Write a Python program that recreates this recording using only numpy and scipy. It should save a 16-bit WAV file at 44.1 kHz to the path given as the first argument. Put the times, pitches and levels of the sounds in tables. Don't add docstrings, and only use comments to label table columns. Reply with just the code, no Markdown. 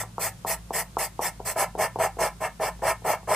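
import sys
import numpy as np
from scipy import signal
from scipy.fft import rfft, irfft, next_fast_len
from scipy.io import wavfile
from scipy.ndimage import uniform_filter1d, map_coordinates

SR = 44100
rng = np.random.default_rng(int(sys.argv[2]) if len(sys.argv) > 2 else 0)


def int16_out(signal):
    q = np.round(np.clip(np.atleast_2d(signal).T, -1, 1) * 32767)
    wavfile.write(sys.argv[1], SR, q.astype(np.int16))


def ratio_of_db(decibels):
    return 10 ** (np.asarray(decibels, float) / 20)


N = 147735

# start [t/s], length [t/s], grit [level/dB], board [level/dB],
# lean [under 1: fast early, over 1: fast late]
STROKES = [(-.06, 0.097, -24.5, -29, 0.56), (.192, 0.11, -26.5, -33.5, 0.91),
           (0.46, 0.098, -26.5, -33, 1.04), (0.726, 0.11, -27, -34, 0.92), (.982, 0.097, -27, -31.5, 0.57),
           (1.205, 0.097, -27.5, -32, 1.04), (1.447, 0.088, -28, -35, 0.95), (1.556, 0.099, -26, -24, 1.3),
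           (1.777, 0.1, -28.5, -24, 1.15), (1.9851, 0.097, -28.5, -23.5, 0.95),
           (2.184, 0.11, -29.5, -24, 0.98), (2.401, 0.083, -35.5, -27.5, 1.14),
           (2.593, 0.11, -32, -26.5, 1.34), (2.817, .12, -29.5, -23.5, 1.21),
           (3.04, 0.12, -30.5, -24, 1.18), (3.272, 0.14, -29, -23, 1.01)]
# centre [f/Hz], width [f/Hz], strength [level/dB]
BOARD_TONES = [(455.6, 158, -8.5), (578, 82.5, -4), (647.8, 44.7, 1.5), (786, 64, -1.5), (868, 58.5, -3),
               (929, 32.2, -3.5), (1017, 16.7, -2), (1241, 85, -9.5), (1324, 58, -7), (1771, 73, -7.5),
               (2156, 240, -2.5), (2117, 200, -3), (2680, 67, -17), (3360, 67, -33)]
GRIT_ROUND, GRIT_SKEW = 0.96, 1


def unit(x):
    return x / np.sqrt(np.mean(x ** 2) + 1e-20)


def along(points, hz):
    f, v = np.transpose(points)
    return np.interp(np.log(hz + 1), np.log(f + 1), v)


def wobble(rate):
    knots = rng.standard_normal(int(N * rate / SR) + 4)
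    return map_coordinates(knots, [np.arange(N) * rate / SR])


def filtered(x, response):
    m = next_fast_len(N + SR // 2)
    return irfft(rfft(x, m) * response(np.fft.rfftfreq(m, 1 / SR)), m)[..., :N]


def resonant(peaks):
    def response(f):
        total = 0
        for k, (centre, width, db) in enumerate(peaks):
            loss = 1j * f * max(width, 40)
            total = total + (-1) ** k * ratio_of_db(db) * loss / (centre * centre - f * f + loss)
        return total
    return response


def spread(pair, alike):
    def mid_and_side(hz):
        turn = np.arccos(np.clip(along(alike, hz), -1, 1)) / 2
        return np.array([np.cos(turn), np.sin(turn)])
    mid, side = filtered(pair, mid_and_side)
    return np.array([mid + side, mid - side])


def shaped_noise(points):
    return unit(filtered(rng.standard_normal((2, N)), lambda hz: ratio_of_db(along(points, hz))))


def studio():
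    # f/Hz, level/dB per Hz
    air_colour = [(230, 0.5), (330, 1.5), (500, -0.5), (1000, -2.5), (2200, -8), (9000, -8.5),
                  (14700, -17.5), (15600, -17)]
    # f/Hz, likeness
    air_alike = [(300, 0.45), (1500, 0.27), (5000, 0.067), (15000, 0.072)]
    # f/Hz, level/dB per Hz
    rumble_colour = [(25, -18), (45, -12), (70, -12.5), (130, -2), (220, -8), (290, -35), (400, -58)]
    # f/Hz, rms level/dB, unsteadiness/dB
    hum_tones = [(53.6, -51.5, 3.5), (108, -53.5, 4), (173.8, -52.5, 1)]
    air = ratio_of_db(-53 + .6 * wobble(7.32)) * spread(shaped_noise(air_colour), air_alike)
    low = ratio_of_db(-52 + .8 * wobble(4.7)) * spread(shaped_noise(rumble_colour), [(50, .995), (300, 0.88)])
    t, hum = np.arange(N) / SR, 0
    for hz, db, sway_db in hum_tones:
        loudness = np.sqrt(2) * ratio_of_db(db + sway_db * wobble(7))
        hum = hum + loudness * np.sin(2 * np.pi * hz * t + 0.19 * sway_db * wobble(9))
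    fade_db = -2 * np.clip((t - 3.3) / 0.26, 0, 1)
    return air + low + hum * ratio_of_db(fade_db)


def room(x):
    # f/Hz, t/s
    fade_times = [(300, 0.077), (1000, 0.18), (2500, 0.17), (5000, 0.12), (12000, 0.12)]
    out, step = np.zeros((2, N + SR)), SR // 3
    for i in range(0, N, step):
        hz, t, z = signal.stft(rng.standard_normal((2, SR // 3)), SR, nperseg=256)
        fade = ratio_of_db(-60 * t / along(fade_times, hz)[:, None])
        tail = signal.istft(z * fade, SR, nperseg=256)[1]
        wet = signal.fftconvolve(x[:, i:i + step], tail / np.linalg.norm(tail[0]), axes=1)
        out[:, i + 250:][:, :wet.shape[1]] += wet
    return out[:, :N]


def grains(per_s, spread_db):
    u, size = rng.random((2, 2, N)), rng.standard_normal((2, N)).clip(-2, 2)
    return (u[0] < per_s / SR) * np.sign(u[1] - .5) * ratio_of_db(spread_db * size)


def patchy(x, depth_db):
    z = signal.stft(x, nperseg=256)[2]
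    field = uniform_filter1d(rng.standard_normal(z.shape), size=3, axis=1)
    field = uniform_filter1d(field, size=12, axis=2)
    return signal.istft(z * ratio_of_db(depth_db * unit(field)), nperseg=256)[1][:, :N]


def arches(level_db, power, share, bite=0):
    bite_s = .002
    t, out = np.arange(N) / SR, 0
    for (start, length, *_, lean), db in zip(STROKES, level_db):
        u = np.clip((t - start) / length, 0, 1)
        arch = np.sin(np.pi * u ** (share * lean)).clip(0) ** power
        sudden = bite * np.clip(u * length / bite_s, 0, 1) * (u < .5)
        out = out + ratio_of_db(db) * np.maximum(arch, sudden) * (u > 0) * (u < 1)
    return out


def hand_thump(push):
    low = filtered(rng.standard_normal((2, N)), lambda f: resonant([(130, 120, 0)])(f) ** 2)
    return ratio_of_db(-20) * uniform_filter1d(push, size=900) * unit(low)


def board_drag(push):
    edge_hz, slow_top_hz = 335, 1320
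    raw = grains(per_s=2500, spread_db=6.5)
    dull = signal.sosfilt(signal.butter(2, slow_top_hz, fs=SR, output='sos'), raw)
    speed = arches([r[3] for r in STROKES], 0.92, GRIT_SKEW)
    drive = dull * push + (raw - dull) * speed
    ring = resonant(BOARD_TONES)

    def edge(f):
        return -f * f / (edge_hz ** 2 - f * f + 1.1j * f * edge_hz)
    return filtered(drive, lambda f: ring(f) * edge(f) ** 2) / np.std(filtered(raw, ring))


def tip_taps():
    # t/s, peak level/dB, contact time/ms
    landings = [(.035, -15, 1.04), (0.181, -6, 1.1), (0.4478, -6, 1.21), (.706, -4.5, 1.45),
                (0.9686, -0.5, 1.15), (1.192, -1.5, 1.38), (1.396, -23, 1.4), (1.401, -8.5, 1.7),
                (1.751, -6, 1.72), (1.777, -10, 1.9), (1.958, -3.5, 1.54), (1.987, -6.5, 1.6),
                (2.169, -11.5, 1.98), (2.598, -14.5, 1.6), (2.792, -26.5, 1.54), (2.821, -13, 1.6),
                (3.02, -22, 1.74), (3.23, -25, 1.34)]
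    # f/Hz, width/Hz, level/dB
    thud_tones = [(372, 83, -5.5), (799, 298, 5), (1166, 425, 7)]
    trim_db, ring_db, crack_db = -6.5, -2, -15
    t, blows = np.arange(N) / SR, np.zeros(N)
    for start, db, ms in landings:
        for late_s, loss_db in [(0, 0), (0.0044, -8.5), (.012, -13)]:
            u = np.clip((t - start - late_s) / (ms / 1000), 0, 1)
            blows += ratio_of_db(db + loss_db + trim_db) * np.sin(np.pi * u) ** 2
    thud, ring = resonant(thud_tones), resonant(BOARD_TONES)
    taps = filtered(blows, lambda f: thud(f) + ratio_of_db(ring_db) * ring(f))
    tick = np.diff(blows, 2, prepend=[0, 0]) * rng.standard_normal(N)
    crack = ratio_of_db(crack_db) * filtered(tick, resonant([(3500, 3000, 0)]))
    crack = crack * np.abs(taps).max() / np.abs(tick).max()
    return (taps + crack) * [[1], [.7]]


def board():
    push = arches([r[3] for r in STROKES], power=0.84, share=0.54, bite=.65)
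    push = push * ratio_of_db(.9 * wobble(70))
    return board_drag(push) + hand_thump(push) + tip_taps()


def grit():
    # f/Hz, width/Hz, level/dB
    tip_tones = [(960, 180, -7.5), (1842, 180, 1.5), (2610, 1500, -11), (3570, 146, -3), (4153, 330, -7.5),
                 (4820, 240, -5), (5474, 340, -5), (6155, 330, -4.5), (8016, 775, 0.5), (8980, 1200, -3.5),
                 (10800, 1860, -5), (13200, 300, -21), (13560, 430, -4.5)]
    dull_hz, dull_per_db = 11500, 0.24
    raw = patchy(grains(per_s=9000, spread_db=1.5), depth_db=3.2)
    sway = ratio_of_db(wobble(44.92))
    top = filtered(raw, lambda f: 1 / (1 + (dull_hz / (f + 1)) ** 12))
    body_db = [r[2] for r in STROKES]
    top_db = [r[2] - dull_per_db * (r[3] - r[2]) for r in STROKES]
    body = (raw - top) * arches(body_db, GRIT_ROUND, GRIT_SKEW)
    fizz = top * arches(top_db, GRIT_ROUND, GRIT_SKEW)
    colour = resonant(tip_tones)
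    return filtered((body + fizz) * sway, colour) / np.std(filtered(raw, colour))


def scene():
    # f/Hz, likeness
    pencil_alike = [(300, 1), (1500, 0.92), (2000, 1), (4400, 0.81), (4900, 0.15), (15000, 0.18)]
    fine, coarse = grit(), board()
    a, b = fine + coarse + room(ratio_of_db(-11.5) * fine + ratio_of_db(-8.5) * coarse)
    share, turn_hz = .6, 2300
    turned = filtered(a, lambda f: np.exp(-2j * np.pi * f / turn_hz))
    b = share * turned + np.sqrt(1 - share ** 2) * b
    dip_hz, dip_width_hz, dip_depth = 3830, 600, .93

    def dip(f):
        loss = 1j * f * dip_width_hz
        return 1 - dip_depth * loss / (dip_hz ** 2 - f * f + loss)
    pencil = filtered(spread(np.array([a, b]), pencil_alike), lambda f: dip(f) ** 2)
    return pencil * ratio_of_db([[.2], [-.2]]) + studio()


def roll_off(x):
    return signal.sosfilt(signal.butter(12, 16090, fs=SR, output="sos"), x)


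def record(dry):
    top_hz, roll_hz = 15650, 14850
    mix = filtered(dry, lambda hz: (hz < top_hz) * ratio_of_db(-.05 * (hz - roll_hz).clip(0)))
    return roll_off(mix)


dry = scene()
out = record(dry)
int16_out(out)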